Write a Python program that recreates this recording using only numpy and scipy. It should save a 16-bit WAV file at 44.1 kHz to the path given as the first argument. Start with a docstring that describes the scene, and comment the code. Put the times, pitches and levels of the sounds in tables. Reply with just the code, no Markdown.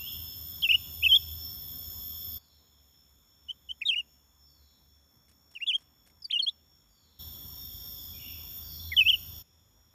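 """A forest clearing sounds with cicada noise bands, a beating cricket tone, far birds, rumble and hum.
At 0.6 s a caged songbird whistles close by: short gliding tones with weak harmonics and a slight flutter.
At 2.4 s the background is turned far down. The bird sings at 3.5 s, ticks its claws on the cage wire
from 5.3 s and sings again from 5.5 s. At 7.2 s the background returns, far trills echo among the trees,
and the bird gives a last phrase at 8.9 s. From 9.4 s the background is down again."""
import sys
import numpy as np
from scipy import signal
from scipy.fft import rfft, irfft, next_fast_len
from scipy.io import wavfile
from scipy.ndimage import uniform_filter1d, map_coordinates

SR = 44100
rng = np.random.default_rng(int(sys.argv[2]) if len(sys.argv) > 2 else 0)


def wav_out(sig):
    """Save sig, one row per channel (or a flat mono array), as 16-bit PCM at SR to the path in sys.argv[1]."""
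    wavfile.write(sys.argv[1], SR, np.round(np.clip(np.atleast_2d(sig).T, -1, 1) * 32767).astype(np.int16))


N = 438354
T = np.arange(N) / SR
COARSE = T[::64]  # time grid of slow controls [s]


def songbird():
    """Frequency modulation: each note is a gliding sine with weak harmonics locked to its phase."""
    # one curve a note: (time [s], pitch [Hz], level [dB])
    notes = [
        [(0.616, 2840, -43), (0.625, 2926, -33), (0.634, 3397, -26.5), (0.645, 3100, -21.5),
         (0.653, 2740, -24.5), (0.665, 2700, -26), (0.674, 2630, -42)],
        [(0.688, 2444, -19.5), (0.707, 2856, -22.5), (0.716, 2970, -14), (0.726, 2366, -29),
         (0.729, 2654, -23.5), (0.753, 2969, -16.5), (0.762, 2606, -33)],
        [(1.022, 2404, -40), (1.034, 2575, -24.5), (1.047, 3230, -19), (1.067, 2590, -18.5),
         (1.071, 2598, -17.5), (1.08, 2820, -36)],
        [(1.087, 3328, -29.5), (1.11, 3265, -21.5), (1.12, 3040, -17.5), (1.149, 3245, -15.5),
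         (1.158, 3640, -16.5), (1.164, 3397, -9), (1.177, 3194, -34.5)],
        [(3.483, 2970, -47), (3.501, 2976, -30), (3.51, 3180, -30), (3.519, 2910, -46)],
        [(3.688, 3040, -43), (3.704, 2943, -34.5), (3.715, 3166, -28.5), (3.723, 3000, -49)],
        [(3.81, 1830, -44.5), (3.815, 2295, -48), (3.818, 2750, -31), (3.825, 2460, -29), (3.833, 2220, -42.5),
         (3.839, 2000, -37)],
        [(3.852, 3570, -35.5), (3.862, 3860, -28), (3.879, 3536, -26.5), (3.891, 3253, -23), (3.901, 3167, -19),
         (3.915, 2570, -31.5), (3.937, 2870, -27), (3.951, 2145, -33)],
        [(3.955, 2730, -37), (3.965, 2830, -27), (3.974, 2890, -32), (3.988, 2970, -25.5), (4.013, 2704, -36.5)],
        [(5.551, 3040, -40), (5.566, 2740, -37), (5.572, 2650, -41.5), (5.58, 2390, -38.5)],
        [(5.602, 1820, -49.5), (5.615, 2510, -42), (5.629, 2817, -30.5), (5.644, 2760, -34.5)],
        [(5.662, 2580, -41), (5.671, 3650, -33.5), (5.678, 3380, -28), (5.688, 3490, -24.5), (5.699, 3160, -25),
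         (5.726, 2390, -31.5)],
        [(5.728, 2924, -31), (5.754, 3270, -22.5), (5.769, 3145, -32.5)],
        [(6.221, 5270, -33), (6.224, 5300, -47), (6.23, 4890, -47.5), (6.238, 5190, -57)],
        [(6.242, 5300, -41), (6.248, 4780, -40), (6.254, 4690, -32.5), (6.257, 4470, -39.5), (6.263, 4740, -33)],
        [(6.298, 1760, -44.5), (6.306, 3110, -42.5), (6.312, 3460, -24.5), (6.318, 3685, -35),
         (6.327, 2100, -33)],
        [(6.326, 2580, -30), (6.331, 3196, -28), (6.336, 3140, -24.5), (6.366, 2807, -25.5), (6.386, 2890, -37)],
        [(6.389, 3750, -35), (6.398, 3230, -24), (6.404, 3190, -21), (6.421, 2910, -47)],
        [(6.423, 4100, -23), (6.426, 4430, -29.5), (6.442, 4275, -29.5), (6.452, 4230, -35)],
        [(6.461, 2800, -46), (6.47, 3190, -28.5), (6.489, 3415, -24), (6.496, 3380, -31), (6.501, 3300, -33)],
        [(8.917, 2255, -29.5), (8.942, 1870, -36.5), (8.946, 1900, -43)],
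        [(8.965, 3530, -22), (8.981, 2950, -17.5), (8.997, 3087, -16.5), (9.01, 2623, -16.5),
         (9.035, 2500, -26)],
        [(9.049, 2554, -36), (9.072, 2680, -19.5), (9.097, 3346, -17), (9.1, 3104, -10.5), (9.123, 2580, -30)],
        [(9.126, 3180, -29), (9.143, 2950, -19.5), (9.154, 2660, -36.5), (9.16, 3030, -29)],
    ]
    # brief dips inside a note, some with a pitch flick: (time [s], depth [dB], flick [Hz])
    dips = [(0.62, 13, 1900), (0.7192, 7.5, -5), (0.7392, 9, -8), (1.0468, 11, 0), (1.059, 11, -1),
            (1.112, 8.5, 1), (1.1572, 13.5, -2), (1.163, 12.5, 0), (3.5055, 17, 5), (3.7105, 12, 1),
            (3.829, 8, 0), (3.8825, 15.5, 804), (3.906, 9.5, -1), (3.9395, 8, 3), (3.975, 9.5, 5),
            (3.9948, 6, 2), (5.559, 17.5, -2), (5.5705, 7, -2), (5.673, 4.5, 198), (5.718, 7.5, -0.5),
            (5.744, 12.5, -7), (6.317, 12, 700), (6.344, 9, 1), (6.354, 13.5, 3), (6.41, 4.5, -2),
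            (6.495, 4.5, 547), (8.975, 4.5, 1), (9.0054, 13, -3), (9.0785, 9, -9), (9.09, 6.5, -2),
            (9.101, 12, 0), (9.112, 15, 0)]
    # harmonics: (multiple, relative level [dB])
    overtones = [(2, -27.5), (3, -38), (4, -45)]
    # overtone lift as the beak faces the listener more or less: (time [s], gain [dB])
    facing = [(0.7, -7), (1.2, -4.5), (3.9, 0), (5.6, 0.5), (9, -6)]
    # colour of the overtones: (frequency [Hz], gain [dB])
    throat = [(4500, 0.5), (6500, -3), (8000, 1), (10000, 6), (12000, 4), (14000, -18.5)]
    attack_s, release_s = .0058, .0053
    dip_s, flick_s = .0013, .0027  # half widths
    song, lift = np.zeros(N), amp(np.interp(T, *np.transpose(facing)))
    for note in notes:
        s, hz, db = np.transpose(note)
        span = slice(round(s[0] * SR), round(s[-1] * SR))
        t = T[span]
        flicks = sum(flick * np.exp(-((t - at) / flick_s) ** 2) for at, _, flick in dips)
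        pitch = uniform_filter1d(np.interp(t, s, hz), size=90) + flicks
        phase = 2 * np.pi * np.cumsum(pitch) / SR
        ramp = np.minimum((t - s[0]) / attack_s, (s[-1] - t) / release_s)
        edges = np.sin(np.pi / 2 * np.clip(ramp, 0, 1))
        envelope = amp(uniform_filter1d(np.interp(t, s, db), size=60)) * edges
        dips_db = sum(depth / (1 + ((t - at) / dip_s) ** 2) for at, depth, _ in dips)
        upper = sum(amp(level + along(throat, k * pitch)) * np.sin(k * phase) for k, level in overtones)
        upper *= amp(-0.4 * dips_db - 2.5) * edges * lift[span]
        song[span] += np.sqrt(2) * envelope * (amp(-dips_db) * np.sin(phase) + upper)
    return song


def glide_flutter(x, delay_s=.004535, gain_db=-14.5):
    """Interference: a faint delayed copy makes the level flutter during fast glides."""
    return amp(gain_db) * np.pad(x, (round(delay_s * SR), 0))[:N]


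def note_halo(x, t60_s=0.067, gain_db=-18):
    """Convolution with decaying noise: a short, soft fuzz trails each note."""
    t = np.arange(SR // 10) / SR
    halo = amp(-60 * t / t60_s) * rng.standard_normal(len(t))
    return amp(gain_db) * signal.fftconvolve(x, halo / np.linalg.norm(halo))[:N]


def claws():
    """Impact excitation: claws shifting on the cage wire give a noisy scratch and a damped knock."""
    # claw contacts: (time [s], level [dB], relative knock level [dB])
    ticks = [(5.283, -63, 2), (5.2925, -58.5, -11.5), (5.313, -59.5, -13), (5.513, -57.5, -17),
             (5.541, -57, -1), (5.565, -65, -1), (5.783, -58, -5.5), (5.8045, -59, -9), (5.8174, -59, -15),
             (6.063, -59.5, -12.5), (6.0731, -55.5, -7.5), (6.1, -63, 6)]
    # colour of a tick: (frequency [Hz], gain [dB])
    wire = [(600, 2), (2300, -1), (11500, -3), (14000, -27)]
    rise_s, scratch_t60_s, knock_t60_s = 0.00055, 0.056, 0.018
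    out, t = np.zeros(N), np.arange(SR // 40) / SR
    for s, db, knock_db in ticks:
        scratch = amp(-60 * t / scratch_t60_s) * (1 - np.exp(-t / rise_s)) * rng.standard_normal(len(t))
        knock = amp(knock_db - 3.5 - 60 * t / knock_t60_s) * np.sin(2 * np.pi * rng.normal(2000, 250) * t)
        out[round(s * SR):][:len(t)] += amp(db + 2) * (scratch + knock)
    return filtered(out, lambda f: amp(along(wire, f)))


def cicada_chorus():
    """Incoherent summation: independent bands of cicadas swell, fade and draw together in pitch."""
    # cicada bands: (centre [Hz], spread [Hz], level [dB])
    bands = [(3425, 140, -55), (6843, 260, -59.5), (9890, 250, -71), (10844, 380, -71.5), (13400, 230, -47),
             (14010, 240, -53)]
    # course of the chorus: (time [s], low-band gain [dB], high-band gain [dB], share of the spread)
    swell = [(0, -0.5, 1.5, 1), (3, 1, 0, 1), (5.2, -1, -0.5, .6), (6, -3, -7, .7), (7.3, -1.5, -1.5, 1.1),
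             (9.94, -2.5, -1.5, 1)]
    s, low_db, high_db, share = np.transpose(swell)
    out = np.zeros(N)
    for hz, spread, db in bands:
        swell_db = np.interp(T, s, high_db if hz > 9000 else low_db)
        out += amp(db + swell_db + 1.1 * wobble(3.7)) * cicada_band(hz, spread * share, s)
    return out


def cicada_band(hz, spread_hz, s, voices=5, clear_above_hz=5000):
    """Narrow-band noise: many voices merge into a rasp; in high bands single gliding tones stand out."""
    f, t, z = signal.stft(rng.standard_normal(N), SR, nperseg=1024)
    detuning = (f[:, None] - hz) / np.interp(t, s, spread_hz)
    gain = amp(1.5 * patches(z.shape, bins=10, frames=6))
    shape = 1 / np.cosh(np.clip(1.4 * detuning, -50, 50)) + 0.13 / (1 + (detuning / 3) ** 2)
    rasp = unit(signal.istft(z * shape * gain, nperseg=1024)[1][:N])
    if hz < clear_above_hz:
        return rasp
    curves = [np.transpose([s, hz + step * spread_hz, 0 * s]) for step in rng.uniform(-1.5, 1.3, voices)]
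    tones = sum(tone(rows, blur_hz=5, flicker_db=3.5, drift_hz=.4 * spread_hz.mean()) for rows in curves)
    return unit(rasp + .8 * unit(tones))


def single_insects():
    """Amplitude modulation: thin gliding tones, some flickering, others nearly steady."""
    # one curve a flickering insect: (time [s], pitch [Hz], level [dB])
    flickering = [
        [(1.15, 14560, -62), (2.6, 14310, -54), (3.2, 14030, -50), (5, 13600, -53), (6.7, 13050, -58)],
        [(5.1, 13400, -51), (6.3, 13620, -52), (7.2, 13950, -54)],
        [(5, 13600, -55), (7, 14120, -54)],
        [(4.7, 12820, -62), (6.4, 13200, -57)],
        [(2.5, 13560, -53), (4.8, 13060, -56)],
        [(0, 5130, -79), (9.94, 5325, -74.5)],
        [(7.55, 3640, -62), (8.65, 3570, -64)],
        [(0, 13670, -46), (1.2, 13450, -56.5), (2.4, 13400, -39)],
        [(7, 13100, -57.5), (7.7, 13200, -54.5), (8.5, 13430, -49.5), (9.4, 13680, -66)],
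        [(7.55, 14600, -62), (8.5, 14310, -56), (9.4, 14110, -56)],
        [(2.7, 14500, -56), (4.9, 14020, -61.5)],
        [(2.5, 13850, -58), (4.6, 13380, -56.5)],
        [(5.6, 13900, -60), (7.1, 14450, -58)],
        [(7.55, 5150, -72), (7.75, 5070, -62), (8.6, 5153, -67.5), (9.94, 5252, -58.5)],
    ]
    # one curve a steady insect: (time [s], pitch [Hz], level [dB])
    steady = [
        [(0, 4264, -74.5), (2.5, 4397, -72)],
        [(7.2, 4426, -72), (9.4, 4470, -71)],
        [(2.4, 6260, -74), (5.4, 6220, -68)],
    ]
    out = sum(tone(rows, blur_hz=8.8, flicker_db=3.5) for rows in flickering)
    return out + sum(tone(rows, blur_hz=6.2, flicker_db=0.7) for rows in steady)


def cricket():
    """Beating: two close spectral lines and a faint third above make an unevenly swelling whine."""
    # the whine: (time [s], main line [Hz], level [dB], line spacing [Hz])
    whine = [(0, 5350, -53, 88.8), (2.3, 5406, -54, 69.3), (5, 5450, -55.5, 63.74),
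             (7.4, 5510, -55.5, 54.7), (9.94, 5603, -58, 52.9)]
    # its lines: (offset [spacings], relative level [dB])
    lines = [(-1, -1), (0, 0), (1, -17)]
    s, hz, db, spacing = np.transpose(whine)
    curves = [np.transpose([s, hz + step * spacing, db + level]) for step, level in lines]
    return sum(tone(rows, blur_hz=3.5, flicker_db=3.5) for rows in curves) * amp(wobble(16))


def far_birds():
    """Reverberant field: two far whistles and hoarse trills of widening up-slurs arrive mostly as echo."""
    # one curve a whistle: (time [s], pitch [Hz], level [dB])
    whistles = [
        [(0, 2690, -50), (0.058, 2950, -49), (0.078, 3250, -40), (0.093, 3490, -45)],
        [(8.797, 3400, -40.5), (8.815, 3620, -50.5)],
    ]
    # trills: (time [s], length [s], first pitch [Hz], last pitch [Hz], full slur rise [Hz], level [dB])
    trills = [(2.27, 0.4, 5090, 3486, 716, -55.5), (4.428, 0.41, 4860, 3544, 698, -56),
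              (6.861, 0.41, 4970, 3455, 702, -55.5), (8.126, 0.15, 2430, 2414, 200, -57),
              (8.185, 0.144, 2870, 2830, 397, -49), (8.604, 0.32, 4870, 3890, 684, -52.5)]
    slurs_per_s, first_width, dip_share = 36, .4, .4
    out = sum(tone(rows, blur_hz=7.2, flicker_db=-2, fade_s=0.011) for rows in whistles)
    for s, length, from_hz, to_hz, slur_hz, db in trills:
        t = np.arange(round(length * SR)) / SR
        slur = (t * slurs_per_s) % 1
        width = first_width + (1 - first_width) * t / length
        hoarse = 200 * wobble(300)[:len(t)]
        hz = from_hz + (to_hz - from_hz) * t / length + width * (slur_hz * (slur - .5) + hoarse)
        envelope = (1 - dip_share * np.cos(np.pi * slur) ** 2) * signal.windows.tukey(len(t), .3)
        out[round(s * SR):][:len(t)] += amp(db - 2) * envelope * np.sin(2 * np.pi * np.cumsum(hz) / SR)
    return out + 1.25 * tree_echoes(out, delay_s=0.0045)


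def tree_echoes(x, delay_s):
    """Reverberation: scattering from the trees gives an exponentially decaying tail of unit energy."""
    # decay among the trees: (frequency [Hz], reverberation time [s])
    t60 = [(2000, 1.04), (6000, 0.9)]
    hz, t, z = signal.stft(rng.standard_normal(SR), SR, nperseg=256)
    tail = signal.istft(z * amp(-60 * t / along(t60, hz)[:, None]), SR, nperseg=256)[1]
    return signal.fftconvolve(x, np.pad(tail, (round(delay_s * SR), 0)) / np.linalg.norm(tail))[:N]


def air(low_cut_hz=40):
    """Broadband noise: rumble and moving air carry most of their energy at low frequencies."""
    # spectrum of the air: (frequency [Hz], relative density [dB])
    spectrum = [(15, -43), (25, -19.5), (62, -4.5), (80, -2.5), (123, -11.5), (185, -15.5), (234, -16),
                (418, -27), (549, -27), (629, -30), (1020, -28), (1730, -35.5), (2600, -42.5),
                (3380, -70.5), (5720, -120)]
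    gain = amp(-54.5 + 0.49 * wobble(12))
    return gain * noise(lambda f: amp(along(spectrum, f)) * f**4 / (f**4 + low_cut_hz**4), patchy_db=1.5)


def hum():
    """Harmonic series: multiples of a firing rate, perhaps a far engine, over a lower, steadier tone."""
    # the hum: (time [s], firing rate [Hz], level [dB])
    firing = [(0, 26.46, -55), (2.4, 25.95, -54.5), (2.9, 23.53, -54), (3.9, 23.14, -52),
              (5.3, 24.52, -56.5), (6, 25.9, -58.5), (9.94, 26.35, -53.5)]
    # its harmonics: (multiple, relative level [dB])
    orders = [(3, 0), (4, -13), (6, -15)]
    # the lower tone: (time [s], pitch [Hz], level [dB])
    drone = [(0, 51.5, -67.5), (5.5, 52.2, -61.5), (7, 51.7, -60.5), (9.94, 52.55, -61.5)]
    harmonics = sum(amp(db) * tone(np.multiply(firing, (1, k, 1)), 0.77, flicker_db=4.7, drift_hz=0.97)
                    for k, db in orders)
    return harmonics + tone(drone, blur_hz=.8, flicker_db=5)


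def hiss():
    """High-passed noise: a faint, even floor in the treble."""
    # spectrum of the hiss: (frequency [Hz], relative density [dB])
    spectrum = [(1500, -14), (2800, -4.5), (4000, -0.5), (4800, -4), (6000, 4), (8300, -5), (12000, 3),
                (14800, -5.5), (15300, -32)]
    return amp(-66) * noise(lambda f: amp(along(spectrum, f)) * (f > 1500), patchy_db=0.64)


def tone(rows, blur_hz, flicker_db, drift_hz=0, fade_s=.2):
    """Random modulation: a sine wavers about rows of (time [s], pitch [Hz], level [dB])."""
    s, hz, db = np.transpose(rows)
    start, end = s[0] - fade_s, s[-1] + fade_s
    level_db = np.interp(COARSE, [start, *s, end], [-110, *db, -110]) + flicker_db * slow(9.7)
    pitch = np.interp(COARSE, s, hz) + blur_hz * slow(30) + drift_hz * slow(.3)
    phase = np.interp(T, COARSE, 2 * np.pi * np.cumsum(pitch) * COARSE[1])
    envelope = np.interp(T, COARSE, amp(level_db)) * ((T > start) & (T < end))
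    return np.sqrt(2) * envelope * np.sin(phase)


def noise(response, patchy_db):
    """Spectral shaping: coloured noise of rms 1 with patches of random gain."""
    z = signal.stft(rng.standard_normal(N), nperseg=512)[2]
    z = z * amp(patchy_db * patches(z.shape, bins=5, frames=12))
    return unit(filtered(signal.istft(z, nperseg=512)[1][:N], response))


def patches(shape, bins, frames):
    """Moving average: a random field of rms 1, smooth in frequency and time."""
    return unit(uniform_filter1d(uniform_filter1d(rng.standard_normal(shape), bins, 0), frames, 1))


def filtered(x, response):
    """Linear filtering: the spectrum of x times a frequency response."""
    m = next_fast_len(N + SR // 2)
    return irfft(rfft(x, m) * response(np.fft.rfftfreq(m, 1 / SR)), m)[..., :N]


def slow(rate):
    """Spline interpolation: a random curve on the coarse grid, rate knots a second."""
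    return map_coordinates(rng.standard_normal(int(N * rate / SR) + 4), [COARSE * rate])


def wobble(rate):
    """Upsampling: a slow random curve with one value per sample."""
    return np.interp(T, COARSE, slow(rate))


def along(points, hz):
    """Interpolation of (frequency [Hz], value) points on a log axis."""
    f, v = np.transpose(points)
    return np.interp(np.log(hz + 1), np.log(f + 1), v)


def amp(db):
    """Decibels to amplitude ratio."""
    return 10 ** (np.asarray(db) / 20)


def unit(x):
    """Normalisation to rms 1."""
    return x / np.sqrt(np.mean(x ** 2) + 1e-20)


def scene():
    """Superposition: near sounds hold their level; the background and the song's echo go down twice."""
    # background at full level: (start [s], end [s])
    full_spans = [(0, 2.38), (7.195, 9.422)]
    # background when turned down: (frequency [Hz], gain [dB])
    turned_down = [(40, -18), (90, -19), (250, -13), (1200, -10.5), (2500, -8.5), (3400, -20.5),
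                   (4300, -12.5), (5400, -19), (7000, -16), (10000, -15), (13500, -29.5)]
    song = songbird()
    song = song + glide_flutter(song)
    far = air() + hum() + hiss() + cicada_chorus() + single_insects() + cricket() + far_birds()
    far += amp(-34) * tree_echoes(song, delay_s=0.05)
    faint = filtered(far, lambda f: amp(along(turned_down, f)))
    full = uniform_filter1d(sum((T >= a) & (T < b) for a, b in full_spans) * 1., size=600)
    return (song + note_halo(song) + claws() + full * far + (1 - full) * faint)[None]


def record(dry):
    """Band limiting: the phone passes nothing above 15650 Hz."""
    return filtered(dry, lambda hz: hz < 15650)


dry = scene()
out = record(dry)
wav_out(out)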